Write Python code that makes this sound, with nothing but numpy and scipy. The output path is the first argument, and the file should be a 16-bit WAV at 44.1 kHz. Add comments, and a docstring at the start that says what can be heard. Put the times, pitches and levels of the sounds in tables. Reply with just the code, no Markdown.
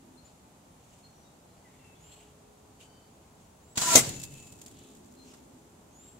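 """Birds whistle and rasp in a backyard over a faint town rumble. At 3.77 s a far bow snaps and an arrow
flies closer, its feathers hissing, its air tones pulsing as the shaft flexes. At 3.95 s the point smacks
into a hanging target close by, at the mouth of a shed; the shaft buzzes and the shed rings.
The swinging target thumps, ticks and rustles until it settles. A small knock comes from across the yard,
and the birds call on."""
import sys
import numpy as np
from scipy import signal
from scipy.fft import rfft, irfft, next_fast_len
from scipy.io import wavfile
from scipy.ndimage import map_coordinates

SR = 44100
rng = np.random.default_rng(int(sys.argv[2]) if len(sys.argv) > 2 else 0)


def bounce(signal):
    """Save signal as a 16-bit WAV file at the path given by the first command-line argument."""
    frames = np.transpose(np.atleast_2d(signal))
    limited = np.clip(frames, -1, 1)
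    pcm = np.round(limited * 32767).astype(np.int16)
    wavfile.write(sys.argv[1], SR, pcm)


N = 273175
T = np.arange(N) / SR
LOOSE_S, HIT_S = 3.772, 3.954


def amp(db):
    """Decibels to gain."""
    return 10 ** (np.asarray(db) / 20)

def along(points, hz):
    """Interpolate (Hz, value) points on a log axis."""
    freqs, values = np.transpose(points)
    return np.interp(np.log(hz + 1), np.log(freqs + 1), values)

def wobble(rate):
    """Smooth random curve, rate knots a second."""
    return map_coordinates(rng.standard_normal(int(N * rate / SR) + 4), [T * rate])

def filtered(x, response):
    """Apply a frequency response."""
    size = next_fast_len(N + 8192)
    return irfft(rfft(x, size) * response(np.fft.rfftfreq(size, 1 / SR)), size)[..., :N]

def fade(start, t60, attack=.00055):
    """Envelope of a blow; times in seconds."""
    age = np.maximum(T - start, 0)
    return amp(-60 * age / t60) * (1 - np.exp(-age / attack))

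def gate(start, end, attack, t60):
    """Attack, hold until the end, release."""
    return np.clip((T - start) / attack, 0, 1) * amp(-60 * np.maximum(T - end, 0) / t60)

def swells(rows):
    """Gaussian rises and falls of gain."""
    return sum(amp(db) * np.exp(-((T - peak_s) / half_s) ** 2) for peak_s, half_s, db in rows)

def pan(db):
    """Stereo gains, left over right by db."""
    return amp([[db / 2], [-db / 2]])

def tone(hz, drift, rate):
    """Stereo tone of rms 1 whose phase wanders apart at the two sides."""
    phase = 2 * np.pi * np.cumsum(hz * np.ones(N)) / SR
    return np.sqrt(2) * np.sin(phase + drift * np.array([wobble(rate), wobble(rate)]))

# Stereo coherence. Each row: frequency in Hz, left-right correlation.
COHERENCE = [(25, .4), (60, 1), (240, 0.92), (480, .62), (950, 0), (2400, .1), (10000, 0)]
def noise(spectrum):
    """Stereo noise of rms 1, alike in the bass and unrelated in the treble."""
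    def response(hz):
        angle = np.arccos(np.clip(along(COHERENCE, hz), -1, 1)) / 2
        return amp(along(spectrum, hz)) * [np.cos(angle), np.sin(angle)]
    mid, side = filtered(rng.standard_normal((2, N)), response)
    stereo = np.array([mid + side, mid - side])
    return stereo / np.sqrt(np.mean(stereo ** 2) + 1e-20)

# Yard reverberation. Each row: frequency in Hz, t60 in seconds.
YARD_DECAY = [(100, .6), (400, .4), (2000, 0.605), (7000, 0.51), (14000, .38)]
def yard_echo(x):
    """Walls and fences answer, each frequency dying at its own speed."""
    hz, t, bins = signal.stft(rng.standard_normal((2, SR)), SR, nperseg=256)
    decay = amp(-60 * t / along(YARD_DECAY, hz)[:, None])
    tail = signal.istft(bins * decay, SR, nperseg=256)[1]
    return signal.fftconvolve(x, tail / np.linalg.norm(tail[0]), axes=1)[:, :N]

def shed_boards(x, count=9):
    """Weak early reflections off the boards comb the sound differently at each side."""
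    delays_s = rng.uniform(.002, .028, (2, count, 1))
    comb = lambda hz: 1 + amp(-17.5) * np.exp(-2j * np.pi * hz * delays_s).sum(axis=1)
    return filtered(x, comb) / np.sqrt(1 + count * amp(-14.5) ** 2)

# Background spectra. Each row: frequency in Hz, relative density in dB.
RUMBLE_SPECTRUM = [(25, -19.5), (40, -9.5), (65, -1), (170, -2), (260, -4), (400, -10.5), (500, -9.5),
                   (850, -8.5), (1400, -18.5), (2000, -32.5), (4000, -70)]
TRAFFIC_SPECTRUM = [(120, -27.5), (210, -7), (255, 1.5), (300, -8.5), (355, -4), (450, -22), (900, -45.5)]
AIR_SPECTRUM = [(900, -17), (1500, -2), (2500, -1.5), (5300, -4.5), (7100, 1), (9000, -4), (14000, -10.5),
                (15500, -15)]
# Background swells. Each row: peak time in seconds, half length in seconds, level in dB.
TRAFFIC_SWELLS = [(.1, 0.1, -58), (5.1, 0.718, -58.5), (6.19, .17, -65)]
HUM_SWELLS = [(2.42, .5, -68.5), (4.9, 1.1, -67.5)]
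def town():
    """Distant rumble and a smooth hiss; a traffic drone and a faint hum swell and fade."""
    rumble = amp(-58 + .38 * wobble(11)) * noise(RUMBLE_SPECTRUM)
    traffic = (amp(-76.5) + swells(TRAFFIC_SWELLS)) * noise(TRAFFIC_SPECTRUM)
    hum = (amp(-77.5) + swells(HUM_SWELLS)) * tone(hz=421, drift=1, rate=3.9)
    return rumble + traffic + hum + amp(-65) * noise(AIR_SPECTRUM)

def arch(start, length):
    """Rounded envelope of a bird's note."""
    progress = np.clip((T - start) / length, 0, 1)
    return 2 * np.sqrt(progress * (1 - progress))

def syrinx(hz, harmonics_db=(0,), waver=.012):
    """A bird's voice: harmonics of a quickly wavering pitch."""
    phase = 2 * np.pi * np.cumsum(hz * (1 + waver * wobble(300))) / SR
    return sum(amp(db) * np.sin(k * phase) for k, db in enumerate(harmonics_db, 1))

# Near whistles. Each row: start in seconds, length in seconds, pitch in Hz, glide as a share of pitch,
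# level in dB, left over right in dB.
NEAR_NOTES = [(0.172, 0.03, 4160, 0.064, -61.5, 15), (.245, 0.032, 7030, .06, -57.5, 7),
              (1.03, 0.049, 4282, -0.006, -59.5, 2), (1.107, .17, 5840, 0, -72, 12),
              (1.236, .052, 3770, .01, -70, 9), (1.645, .045, 1970, -0.072, -62.5, 0),
              (1.95, .035, 3440, .02, -67, 4), (1.784, .17, 2680, -0.056, -64.5, 3),
              (2.096, 0.085, 4250, .03, -67, 3), (4.049, 0.255, 2650, -.016, -58.5, 2),
              (4.292, .245, 2614, -0.016, -60, 3), (4.099, .115, 6990, .03, -49, 15),
              (4.341, 0.18, 7090, 0.035, -57, 3), (5.166, 0.083, 4160, 0, -61.5, 8)]
def bird_notes(far_count=8):
    """Thin gliding whistles: near ones, and a scatter of faint ones farther off."""
    far_notes = [(.1 + 2 * when, .09, 3000 + 7000 * pitch, .041 * (bend - .5), -76.5, 3)
                 for when, pitch, bend in rng.random((far_count, 3))]
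    song = np.zeros((2, N))
    for start, length, hz, glide, db, side_db in NEAR_NOTES + far_notes:
        sweep = np.clip((T - start) / length, 0, 1) - .5
        song += pan(side_db) * amp(db) * arch(start, length) * syrinx(hz * (1 + glide * sweep))
    return song

# Rising calls. Each row: start in seconds, length in seconds, pitch factor, level in dB.
SLUR_CALLS = [(1.975, 0.27, 1.02, -57), (3.595, 0.46, 1.05, -58), (5.907, 0.28, 1, -54.5)]
# Pitch contour. Each row: time into the call in seconds, base pitch in Hz.
SLUR_CONTOUR = [(0, 3124), (.05, 3370), (.12, 3697), (.19, 3760), (.26, 3784)]
# Timbre. Each entry: relative level of a harmonic in dB.
SLUR_HARMONICS_DB = [-19.5, -1.5, -19.5, -23]
def bird_slurs():
    """One bird repeats a rising call."""
    song = np.zeros(N)
    for start, length, factor, db in SLUR_CALLS:
        hz = factor * np.interp(T - start, *np.transpose(SLUR_CONTOUR))
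        song += amp(db) * arch(start, length) ** 2 * syrinx(hz, SLUR_HARMONICS_DB)
    return song

# Timbre. Each entry: level of a harmonic in dB.
CRY_HARMONICS_DB = [-81, -73.5, -73]
def bird_cry(start_s=2.76, length_s=.34, base_hz=1490, rise_db=1):
    """A long thin cry from the left, arching in pitch and swelling slightly."""
    shape = arch(start_s, length_s)
    effort = amp(rise_db * np.clip((T - start_s) / length_s, 0, 1))
    voice = syrinx(base_hz * (1 + .026 * shape), CRY_HARMONICS_DB, waver=.0052)
    return pan(5) * shape * effort * voice

# Harsh bird calls, and one brief high rustle of the settling target at 4.39 s.
# Each row: peak time in seconds, half length in seconds, centre in Hz, level in dB.
RASP_SWELLS = [(.28, .04, 4400, -69), (0.953, .17, 7000, -68), (1.807, .2, 2100, -69.5),
               (2.162, .125, 2950, -61.5), (2.815, .018, 2900, -58.5), (2.833, 0.045, 7100, -65.5),
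               (3.422, .06, 7100, -69), (4.38, .13, 2620, -65.5), (4.392, 0.045, 8260, -61.5),
               (4.83, .11, 3500, -64), (5.3, .08, 5900, -63), (6.074, 0.091, 3200, -70.5)]
# Their hiss. Each row: frequency in Hz, relative density in dB.
RASP_SPECTRUM = [(1200, -30), (2000, -8.5), (2900, 0.5), (4000, -7), (5500, -11.5), (7200, 0),
                 (9000, -10.5), (15000, -19)]
def rasps_and_rustle():
    """Bird rasps and one target rustle, each a wildly shaking pitch inside a broad hiss."""
    phase_per_hz = 2 * np.pi * np.cumsum(1 + .14 * wobble(1500)) / SR
    hiss = noise(RASP_SPECTRUM)
    return sum(swells([(peak_s, half_s, db)]) * (np.sin(hz * phase_per_hz) + hiss)
               for peak_s, half_s, hz, db in RASP_SWELLS)

def birds_and_rustle():
    """The calls and the one rustle flutter in level; the tonal calls echo round the yard."""
    song = bird_notes() + bird_slurs() + bird_cry()
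    flutter = amp(2.5 * wobble(90))
    return shed_boards(flutter * (song + rasps_and_rustle())) + amp(-4.5) * yard_echo(song)

def far_knock(start_s=5.335):
    """One small dry knock from across the yard."""
    spectrum = [(300, -8), (1100, 4), (2500, -9), (4200, -4), (7200, -4), (10000, -8), (15500, -22)]
    return amp(-49.5) * fade(start_s, t60=.087, attack=.0019) * noise(spectrum)

# Target thumps. Each row: start in seconds, level in dB, t60 in seconds.
SWING_THUMPS = [(3.956, -31, 0.26), (4.019, -35.5, .12), (4.159, -34.5, 0.1), (4.324, -40, 0.13)]
# Main ticks. Each row: start in seconds, level in dB.
SWING_TICKS = [(4.0665, -32), (4.0903, -27.5), (4.198, -37), (4.215, -39.5), (4.2304, -36.5),
               (4.236, -31.5), (4.251, -42.5), (4.524, -48), (4.6145, -40), (4.661, -40), (4.68, -47)]
# Ticks and rustle. Each row: frequency in Hz, relative density in dB.
TICK_SPECTRUM = [(880, -57.5), (1500, -21.5), (2640, -14), (3000, -14.5), (3470, -11), (5600, -12.5),
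                 (7220, -1.5), (9490, -13), (15500, -19)]
def target_swing(thump_hz=135, settle_s=4.38, rest_s=5.0, count=9, fall_db_per_s=20):
    """The jolted, hanging target thumps, ticks and rustles as it settles."""
    thumps = sum(amp(db) * fade(start, t60, attack=.005) * np.sin(2 * np.pi * thump_hz * (T - start))
                 for start, db, t60 in SWING_THUMPS)
    starts = settle_s + (rest_s - settle_s) * (np.arange(count) + rng.random(count)) / count
    small_ticks = [(start, -47 - fall_db_per_s * (start - settle_s)) for start in starts]
    ticks = sum(amp(db) * fade(start, t60=.034, attack=.001) for start, db in SWING_TICKS + small_ticks)
    rustle = amp(-54.5 + 4 * wobble(250)) * fade(HIT_S, t60=5, attack=.1)
    return thumps + (ticks + rustle) * noise(TICK_SPECTRUM)

# Shed response. Each row: frequency in Hz, relative density in dB.
SHED_SPECTRUM = [(40, -28), (125, -9), (300, -9), (560, -14), (1500, -23.5), (2100, -20.5), (5600, -19.5),
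                 (7200, -14.5), (9500, -25.5), (15500, -35)]
def shed_ring():
    """The smack rings on in the shed, with a longer low boom."""
    ring = amp(-24 + 1.1 * wobble(200)) * fade(HIT_S, t60=.57, attack=.023) * noise(SHED_SPECTRUM)
    boom_spectrum = [(28, -11.5), (60, -8), (110, 4), (170, -1.5), (350, -8), (900, -28.5), (2500, -68.5)]
    boom = amp(-40) * fade(HIT_S, t60=1.9, attack=.021) * noise(boom_spectrum)
    return ring + boom

# Bow snaps. Each row: start in seconds, level in dB, t60 in seconds, attack in seconds.
BOW_SNAPS = [(3.755, -31, 0.083, 0.0087), (3.772, -16, 0.047, 0.005), (3.776, -22.5, .03, .001),
             (3.814, -21, 0.094, 0.0036)]
# String and limbs. Each row: frequency in Hz, relative density in dB.
BOW_SPECTRUM = [(35, -27), (70, -10.5), (150, -3), (400, -15), (950, -4.5), (1600, -15), (4300, -7),
                (5700, -11.5), (7300, 0), (8500, -15.5), (15500, -25)]
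def bow():
    """The string slips and slaps the limbs; the house wall returns the snap."""
    snaps = sum(amp(db) * fade(start, t60, attack) for start, db, t60, attack in BOW_SNAPS)
    return snaps * noise(BOW_SPECTRUM)

def nearness(speed_m_per_s=88, closest_m=2.7, diffuse_db=-11.5):
    """Gain of the flying arrow: direct sound as 1 / distance, over constant scatter from the yard."""
    distance_m = np.hypot(closest_m, speed_m_per_s * np.maximum(HIT_S - T, 0))
    return np.hypot(closest_m / distance_m, amp(diffuse_db))

# Feather hiss. Each row: frequency in Hz, relative density in dB.
FEATHER_SPECTRUM = [(50, -33.5), (110, -17), (220, -14.5), (520, -20.5), (1100, -15.5), (2400, -17),
                    (4200, -14.5), (5700, -14), (7100, -6), (8100, -11), (9500, -19.5), (15500, -27.5)]
def feathers():
    """Feathers hiss louder as the arrow nears."""
    flying = gate(LOOSE_S, HIT_S, attack=.008, t60=.17)
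    return flying * nearness() * amp(-19.5 + wobble(150)) * noise(FEATHER_SPECTRUM)

# Air tones. Each row: mid-flight pitch in Hz, relative level in dB, swell time in seconds.
AIR_TONES = [(992, -.5, 3.887), (1374, -6, 3.912), (672, -12, 3.935), (1812, -14.5, 3.875),
             (2890, -17.5, 4.2)]
def arrow_whistle(flex_hz=19.5, sag_per_s=.22, swell_half_s=.034):
    """The air tones pulse as the shaft flexes, swell in turn and sink as the arrow slows."""
    speed_ratio = 1 - sag_per_s * (np.clip(T, LOOSE_S, HIT_S) - (LOOSE_S + HIT_S) / 2)
    tones = np.zeros((2, N))
    for hz, db, peak_s in AIR_TONES:
        pulse_db = 4.5 * np.cos(2 * np.pi * flex_hz * (T - peak_s))
        swell_db = 7.5 * np.exp(-((T - peak_s) / swell_half_s) ** 2)
        gain = amp(db + pulse_db + swell_db + .8 * wobble(40))
        tones += gain * tone(hz * speed_ratio, drift=.3, rate=45)
    return amp(-35) * gate(LOOSE_S, HIT_S, attack=.05, t60=.12) * nearness() * tones

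# Shaft rattle. Each row: frequency in Hz, relative density in dB.
RATTLE_SPECTRUM = [(88, -36.5), (150, -0.5), (668, -7), (1370, -9), (1630, -18.5), (2060, -7),
                   (2310, -10.5), (3150, -7.5), (3540, -12.5), (6980, -3), (8640, -5.5), (13800, -15),
                   (15500, -20.5)]
def shaft_buzz(length_s=.045, t60_s=.24, swing_hz=51, squeal_hz=2130, sag_hz_per_s=2500):
    """The shaft rattles in the hole, with a sinking squeal at each swing, until friction stops it."""
    age = np.clip(T - HIT_S, 0, 2 * length_s)
    shaking = gate(HIT_S, HIT_S + length_s, attack=.001, t60=.02) * amp(-60 * age / t60_s)
    rattle = amp(-11.5 + 1.2 * wobble(500)) * noise(RATTLE_SPECTRUM)
    swings = amp(-25 + 6 * np.cos(2 * np.pi * swing_hz * age)) * np.minimum(age * swing_hz, 1)
    squeal = swings * tone(squeal_hz - sag_hz_per_s * age, drift=.4, rate=140)
    return shaking * (rattle + squeal)

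# Target and shaft modes. Each row: frequency in Hz, relative level in dB, t60 in seconds.
TARGET_MODES = [(104, -40, .7), (142.7, -34.5, 0.83), (250.7, -22.5, 0.17), (320, -21, 0.061),
                (466, -20.5, .12), (655.5, -18, .12)]
SHAFT_MODES = [(3840, -21, 0.1), (4930, -27, 0.084), (6200, -18, .12), (6270, -18.5, .12),
               (7140, -16.5, 0.098), (7180, -14.5, .11), (7450, -27, 0.25), (7700, -20, .14),
               (8060, -25.5, 0.3)]
def impact(push_s=3.9551, push_width_s=.00072):
    """The point pierces the skin and shoves the target once, then the shaft cracks in; both ring."""
    pierce_s, bite_s = HIT_S - .0005, HIT_S + .0026
    offset = (T - push_s) / push_width_s
    push = amp(-6.5) * (1 - 2 * offset ** 2) * np.exp(-offset ** 2)
    body = sum(amp(db) * fade(HIT_S, t60, attack=.0044) * np.sin(2 * np.pi * hz * (T - HIT_S))
               for hz, db, t60 in TARGET_MODES)
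    shaft = sum(amp(db) * fade(bite_s, t60) * tone(hz, drift=.5, rate=40) for hz, db, t60 in SHAFT_MODES)
    blows = amp(-12) * fade(pierce_s, t60=.011) + amp(-1.5) * fade(bite_s, t60=.036)
    crack = blows * noise([(2000, -24.5), (4000, -14.5), (5500, -15), (6400, -2.5), (7000, -1.5),
                           (7900, -17), (15000, -29.5)])
    return push + body + pan(5.2) * (amp(-4) * shaft + crack)

def scene():
    """The shot and the settling target in the yard; the shot's highest treble leans right."""
    settling = target_swing()
    shot = bow() + arrow_whistle() + impact() + shed_boards(feathers() + shaft_buzz() + shed_ring())
    left_db = lambda hz: along([(1500, -.5), (3000, 1), (7500, 1), (11000, -3)], hz)
    shot = filtered(shot, lambda hz: amp([left_db(hz) / 2, -left_db(hz) / 2]))
    return shot + settling + amp(-15) * yard_echo(settling) + far_knock() + birds_and_rustle() + town()

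def record(dry):
    """The smack just clips; a steep low-pass follows."""
    ceiling, top_hz = .82, 15750
    return filtered(np.clip(dry, -ceiling, ceiling), lambda hz: hz < top_hz)


dry = scene()
out = record(dry)
bounce(out)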